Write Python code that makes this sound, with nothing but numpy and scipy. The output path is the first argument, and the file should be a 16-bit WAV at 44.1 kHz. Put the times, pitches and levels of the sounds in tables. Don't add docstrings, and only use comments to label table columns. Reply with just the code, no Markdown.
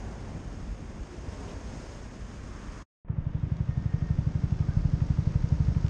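import sys
import numpy as np
from scipy import signal
from scipy.fft import rfft, irfft, next_fast_len
from scipy.io import wavfile

SR = 44100
rng = np.random.default_rng(int(sys.argv[2]) if len(sys.argv) > 2 else 0)


def generate_wav(signal):
    frames = np.transpose(np.atleast_2d(signal))
    scaled = np.clip(frames, -1, 1) * 32767
    pcm = np.round(scaled).astype(np.int16)
    wavfile.write(sys.argv[1], SR, pcm)


N = 259749
TIME = np.arange(N) / SR
RIDE_ENDS_S, IDLE_BEGINS_S, FIRST_FIRING_S = 2.824, 3.048, 3.0966

# f/Hz, relative level/dB
WIND_COLOUR = [(20, -11), (32, -3), (46, -0.5), (58, 0.5), (72, -2.5), (98, -5), (130, -11)]
TYRE_COLOUR = [(190, -55), (320, -1.5), (355, 1.5), (454, -0.5), (619, -2.5), (950, -9), (1240, -33),
               (2090, -120)]
TREAD_COLOUR = [(560, -51), (950, -2), (1100, -1), (1250, -3), (1680, -4.5), (3600, -15.5), (4680, -34),
                (7920, -120)]
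CHAIN_COLOUR = [(2000, -4.5), (3400, -7), (4190, -4.5), (5100, 1), (6010, -1.5), (6490, -0.5), (7630, -6.5),
                (9200, -11.5), (10000, -25.5), (12300, -29), (20800, -120)]
DRONE_COLOUR = [(130, 0.5), (160, -0.5), (190, -2), (225, 0), (270, -5), (310, -5)]
RUMBLE_COLOUR = [(12, -16), (25, -5.5), (42, -1), (70, -11), (100, -6), (125, -13), (170, -11), (250, -17),
                 (400, -31)]
CLATTER_COLOUR = [(340, -6), (400, -8.5), (480, -7.5), (640, -10.5), (830, -12), (1070, -12.5), (1400, -14),
                  (1800, -16), (2400, -21), (3000, -23), (3700, -27)]
VALVE_HISS_COLOUR = [(3400, -1), (4200, 2.5), (4900, 6), (5700, 4.5), (6100, 2), (6600, 0.5), (7100, -3.5),
                     (8800, -11), (9600, -19.5), (10200, -31), (12500, -49.5)]

# t/s, f/Hz, level/dB
BRAKE_PATH = [(3.66, 1850, -72), (3.71, 1847, -60.5), (3.78, 1827, -59), (3.86, 1842, -62),
              (3.94, 1840, -58), (4.0, 1860, -67), (4.08, 1850, -59), (4.13, 1814, -62.5),
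              (4.23, 1930, -67)]
# t/s, half length/s, f/Hz, level/dB
STREET_SQUEAKS = [(4.592, 0.012, 1620, -55), (4.63, 0.022, 1255, -54), (4.70, 0.015, 1520, -51.5),
                  (4.724, 0.011, 1610, -51.5), (4.732, 0.013, 1236, -57), (4.758, 0.012, 1520, -56)]
RIDE_HUMS = [(1.12, 0.06, 355, -51), (1.26, 0.058, 358, -55.5)]
# t/s, relative level/dB
ROAD_ROUGHNESS = [(0.05, -60), (0.5, -62.5), (0.95, -63), (1.25, -60), (1.35, -55.5), (1.6, -57.5),
                  (1.9, -55.5), (2.1, -61.5), (2.8, -59)]
# t/s, half length/s, f/Hz, width/Hz, level/dB
ROAD_SWISHES = [(0.12, 0.31, 800, 330, -56), (0.11, 0.26, 1520, 450, -62.5), (1.5, 0.023, 2750, 2200, -56)]
# t/s, level/dB, f/Hz, rise time/s
RIDE_BUMPS = [(0.05, -36, 51, 0.028), (0.312, -41, 62.4, 0.0074), (0.68, -32, 47, 0.019),
              (0.935, -39, 48, 0.02), (1.005, -32, 51.7, 0.017), (1.28, -26.5, 67.6, 0.0048),
              (1.492, -34.5, 52, 0.011), (1.562, -37, 56, 0.016), (2.672, -30.5, 46, 0.015)]
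IDLE_THUDS = [(3.2, -34, 29, 0.035), (3.468, -32, 98, 0.0035), (4.6, -33, 61.4, 0.0069),
              (4.78, -26, 49.6, 0.0066), (4.828, -25, 62, 0.0058), (5.54, -27, 58, 0.01),
              (5.62, -27, 70, 0.0051), (5.657, -24, 52.6, 0.012), (5.695, -19.5, 67.4, 0.009),
              (5.862, -35, 55, 0.0038)]
# t/s, relative level/dB
THROTTLE_CURVE = [(0.0, -2.5), (0.15, -0.5), (0.35, 5), (0.6, -3.5), (0.85, 0), (1.05, -3), (1.25, -1),
                  (1.5, -6.5), (1.75, -4.5), (2.1, -4), (2.8, -3.5)]
# f/Hz, width/Hz, relative level/dB
THROAT_MODES = [(274, 25, -1), (418, 66, -0.5), (608, 36, -3.5), (740, 50, -8.5), (934, 48, -7.5),
                (1047, 70, -7.5)]
# t/s, level/dB
THROAT_LEVEL = [(1.1, -74), (1.27, -52.5), (1.42, -49.5), (1.58, -52), (1.85, -63), (2.05, -70)]

# t/s, level/dB
LOOSE_CLACKS = [(3.083, -62), (4.087, -54), (4.1713, -53), (4.3419, -52), (4.541, -56), (4.5903, -53),
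                (5.0044, -46), (5.02, -52), (5.3401, -53), (5.425, -49), (5.7487, -56)]
METAL_TICKS = [(3.5684, -49.5), (5.864, -43.5), (5.8825, -41)]
# t/s, speed/rpm
CRANK_SPEED = [(3.05, 1429.0), (3.3, 1449.0), (3.57, 1387.0), (3.8, 1437.0), (4.05, 1469.0), (4.45, 1420.0),
               (4.7, 1467.0), (5.0, 1430.0), (5.4, 1423.0), (5.62, 1505.0), (5.89, 1456.0)]
# t/s, relative level/dB
IDLE_GROWTH = [(3.1, -5.5), (3.55, -3.5), (4.3, -1.25), (5.0, -0.4), (5.89, 0.6)]
VALVE_KNOCKS = [(0.03, 0.036, 0.36, 0.13), (0.279, 0.034, 0.24, 0.038), (0.635, 0.025, 0.05, 0.7),
                (0.876, 0.044, 0.36, 0.18)]
# f/Hz, width/Hz, relative level/dB
METAL_MODES = [(360.5, 11, 3), (448, 33, 0), (538, 22, -2.5), (587, 13.5, 2), (697, 60, -6), (916, 39, -2),
               (1233, 32, -7), (2150, 76, -8.5)]
# f/Hz, width/Hz, relative level/dB, sign (+1 or -1)
SILENCER_MODES = [(60.3, 8, -8, 1), (72.1, 21, 1.5, 1), (100, 17.3, -6, 1), (126.6, 7, -6, 1),
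                  (160.7, 11.3, -3.5, -1), (188.6, 5, -10.5, -1), (216.7, 77, -15, -1), (288.3, 2.9, -5, 1),
                  (308.7, 4.4, -12, 1)]


def from_db(db):
    return 10 ** (np.asarray(db) / 20)


def rms_one(x):
    return x / np.sqrt(np.mean(x ** 2) + 1e-20)


def in_time(rows):
    s, *columns = np.transpose(rows)
    return [np.interp(TIME, s, c) for c in columns]


def butter(x, hz, kind, order=2):
    sections = signal.butter(order, np.minimum(hz, .45 * SR), kind, fs=SR, output="sos")
    return signal.sosfilt(sections, x + 1e-18)


def resonate(x, hz, width_hz):
    r = np.exp(-np.pi * width_hz / SR)
    feedback = [1, -2 * r * np.cos(2 * np.pi * hz / SR), r * r]
    return signal.lfilter(np.array([1, 0, -1]) * (1 - r * r) / 2, feedback, x + 1e-18)


def drift(per_s):
    size = next_fast_len(N)
    hz = np.arange(size // 2 + 1) * SR / size
    return rms_one(irfft(rfft(rng.standard_normal(size)) / (1 + (hz / per_s) ** 2), size)[:N])


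def noise(colour):
    size = next_fast_len(N)
    log_hz = np.log(np.maximum(np.arange(size // 2 + 1) * SR / size, 1))
    hz, db = np.transpose(colour)
    points = np.log(hz)
    outside = np.abs(log_hz - np.clip(log_hz, points[0], points[-1]))
    gain = from_db(np.interp(log_hz, points, db) - 100 * outside)
    return rms_one(irfft(rfft(rng.standard_normal(size)) * gain, size)[:N])


def resonant_noise(modes):
    out = 0
    for hz, width_hz, db in modes:
        band = resonate(rng.standard_normal(N), hz, width_hz)
        out = out + from_db(db) * rms_one(resonate(band, hz, width_hz))
    return rms_one(out)


def tones(rows, fall_per_s):
    out = 0
    for s, half_s, hz, db in rows:
        age = np.clip(TIME - s, -4 * half_s, 4 * half_s)
        phase = 2 * np.pi * (hz * (age - fall_per_s * age ** 2 / 2) + rng.random())
        out = out + from_db(db) * np.exp(-(age / half_s) ** 2) * np.sin(phase)
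    return out


def brake_squeal(waver_hz, lower_hz, lower_db):
    hz, db = in_time(BRAKE_PATH)
    start_s, start_hz, _ = BRAKE_PATH[0]
    fade = np.clip(np.minimum(TIME - start_s, BRAKE_PATH[-1][0] - TIME) / .02, 0, 1)
    phase = 2 * np.pi * np.cumsum(hz + waver_hz * drift(40)) / SR
    lower = from_db(lower_db) * np.sin(phase * lower_hz / start_hz)
    return fade * from_db(db + 2.2 * drift(25)) * (np.sin(phase) + lower)


def traffic(from_s, rise_s, level_db):
    near = np.clip((TIME - from_s) / rise_s, 0, 1)
    return from_db(level_db) * near * rms_one(resonate(noise(TREAD_COLOUR), hz=1040, width_hz=570))


def swishes():
    return sum(from_db(db) * np.exp(-((TIME - s) / half_s) ** 2) * resonant_noise([(hz, width_hz, 0)])
               for s, half_s, hz, width_hz, db in ROAD_SWISHES)


def bumps(rows):
    out = 0
    for s, db, hz, rise_s in rows:
        age = np.maximum(TIME - s, 0)
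        swell = age / rise_s * np.exp(1 - age / rise_s)
        out = out + from_db(db) * swell * np.sin(2 * np.pi * hz * age)
    return out


def tyres_and_chain(shudder, ease_db_per_s):
    road_db, = in_time(ROAD_ROUGHNESS)
    coarse_db = road_db - road_db[TIME < RIDE_ENDS_S].mean()
    roar = from_db(-49.5 + 0.58 * coarse_db - ease_db_per_s * TIME + 0.81 * shudder) * noise(TYRE_COLOUR)
    tread = from_db(-55.5 + 0.39 * coarse_db + 0.61 * shudder) * noise(TREAD_COLOUR)
    chain = from_db(-61 + 0.67 * coarse_db + 0.86 * shudder) * noise(CHAIN_COLOUR)
    return roar + tread + chain


def wind(ease_db_per_s):
    gust_db = 0.34 * drift(3.7) + 0.84 * drift(16.4)
    return from_db(-41.5 + gust_db - ease_db_per_s * TIME) * noise(WIND_COLOUR)


def muffled_engine(shudder, hz, waver_hz):
    throttle_db, = in_time(THROTTLE_CURVE)
    drone = from_db(-45 + 0.51 * throttle_db + 2 * shudder) * noise(DRONE_COLOUR)
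    phase = 2 * np.pi * np.cumsum(hz + waver_hz * drift(6.2)) / SR
    note = np.sin(phase) + from_db(-0.5) * np.sin(2 * phase)
    return drone + from_db(-46 + throttle_db + 0.545 * drift(8)) * note


def rolling():
    shudder = 2 * np.tanh(drift(46) / 2)
    air = wind(ease_db_per_s=1)
    engine = muffled_engine(shudder, hz=47.5, waver_hz=2.05)
    wheels = tyres_and_chain(shudder, ease_db_per_s=1.5)
    throat = from_db(in_time(THROAT_LEVEL)[0]) * resonant_noise(THROAT_MODES)
    brief_sounds = swishes() + bumps(RIDE_BUMPS) + tones(RIDE_HUMS, fall_per_s=0.02)
    return air + engine + wheels + throat + brief_sounds


def rattle(rows, decay_s, low_hz, high_hz):
    strength = sum(from_db(db) * (TIME >= s) * np.exp(-np.maximum(TIME - s, 0) / decay_s)
                   for s, db in rows)
    band = rms_one(butter(rng.standard_normal(N), [low_hz, high_hz], "band", order=4))
    return butter(strength * band, high_hz, "low", order=4)


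def crank_cycles():
    rpm, = in_time(CRANK_SPEED)
    cycles = np.cumsum(rpm / 120) / SR
    return cycles - np.interp(FIRST_FIRING_S, TIME, cycles)


def valve_throb(cycles):
    clatter, hiss = 1, 1
    for position, half_length, clatter_gain, hiss_gain in VALVE_KNOCKS:
        force = from_db(2.5 * drift(10))
        distance = (cycles - position + .5) % 1 - .5
        knock = force * np.exp(-(distance / half_length) ** 2)
        clatter = clatter + clatter_gain * knock
        hiss = hiss + hiss_gain * knock
    return rms_one(clatter), rms_one(hiss)


def valve_hiss(throb, fade_in_s):
    fade_in = 1 - np.exp(-np.maximum(TIME - IDLE_BEGINS_S, 0) / fade_in_s)
    return from_db(-60.5) * fade_in * throb * noise(VALVE_HISS_COLOUR)


def case_clatter(throb, swell_db, dull_hz, brighten_s):
    knocking = throb * noise(CLATTER_COLOUR)
    ringing = sum(from_db(db) * resonate(knocking, hz, width_hz) for hz, width_hz, db in METAL_MODES)
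    clatter = from_db(-50 + 0.77 * swell_db) * rms_one(knocking + ringing)
    dull = signal.sosfiltfilt(signal.butter(2, dull_hz, fs=SR, output="sos"), clatter)
    brightness = np.clip((TIME - IDLE_BEGINS_S) / brighten_s, 0, 1)
    return dull + brightness * (clatter - dull)


def combustion_knock(cycles, swell_db, contact_hz):
    blows = np.diff(np.floor(cycles), prepend=np.floor(cycles[0])) * (cycles > -.5)
    softened = butter(blows, contact_hz, "low")
    ringing = sum((-1) ** k * from_db(db) * resonate(softened, hz, width_hz)
                  for k, (hz, width_hz, db) in enumerate(METAL_MODES))
    return from_db(-61.5 + swell_db) * rms_one(ringing)


def exhaust(cycles, swell_db, puff_rise_s, low_cut_hz):
    fires_at = np.flatnonzero((np.diff(np.floor(cycles)) > 0) & (cycles[1:] > -.5))
    uneven_db = .5 * rng.standard_normal((len(fires_at), len(SILENCER_MODES) + 1))
    firing_db = swell_db[fires_at] + uneven_db[:, -1]
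    age = TIME[:SR // 20] / puff_rise_s
    flow = age ** 3 * np.exp(3 - 3 * age)
    puff = butter(flow, low_cut_hz, "high")
    out = 0
    for k, (hz, width_hz, db, sign) in enumerate(SILENCER_MODES):
        firings = np.zeros(N)
        firings[fires_at] = np.sign(sign) * from_db(firing_db + db + uneven_db[:, k])
        out = out + resonate(signal.oaconvolve(firings, puff)[:N], hz, width_hz)
    return out


def idling():
    swell_db, = in_time(IDLE_GROWTH)
    cycles = crank_cycles()
    clatter_throb, hiss_throb = valve_throb(cycles)
    thumps = exhaust(cycles, swell_db, puff_rise_s=0.0021, low_cut_hz=122)
    rumble = from_db(-35.5 + swell_db) * noise(RUMBLE_COLOUR) + bumps(IDLE_THUDS)
    clatter = case_clatter(clatter_throb, swell_db, dull_hz=2600, brighten_s=0.34)
    hiss = valve_hiss(hiss_throb, fade_in_s=1.28)
    knock = combustion_knock(cycles, swell_db, contact_hz=890)
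    clacks = rattle(LOOSE_CLACKS, decay_s=0.0047, low_hz=1000, high_hz=2700)
    ticks = rattle(METAL_TICKS, decay_s=0.0012, low_hz=900, high_hz=7000)
    return thumps + rumble + knock + clatter + hiss + clacks + ticks


def scene():
    ride_db = np.interp(TIME, [RIDE_ENDS_S, RIDE_ENDS_S + .029], [0, -45])
    ride_gain = from_db(ride_db) * (TIME < RIDE_ENDS_S + .03)
    idle_db = np.interp(TIME, [FIRST_FIRING_S - .019, FIRST_FIRING_S - .013], [-8.5, 0])
    idle_gain = from_db(idle_db) * np.clip((TIME - IDLE_BEGINS_S) / .001, 0, 1)
    brake = brake_squeal(waver_hz=18.8, lower_hz=1640, lower_db=-9.5)
    squeaks = tones(STREET_SQUEAKS, fall_per_s=2.1)
    ride = rolling() + traffic(from_s=2.19, rise_s=0.45, level_db=-56)
    return (ride_gain * ride + idle_gain * idling() + brake + squeaks)[None]


def record(dry):
    coloured = dry + from_db(-3.5) * resonate(dry, hz=6500, width_hz=190)
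    return signal.sosfilt(signal.cheby2(12, 60, 14000, fs=SR, output="sos"), coloured)


dry = scene()
out = record(dry)
generate_wav(out)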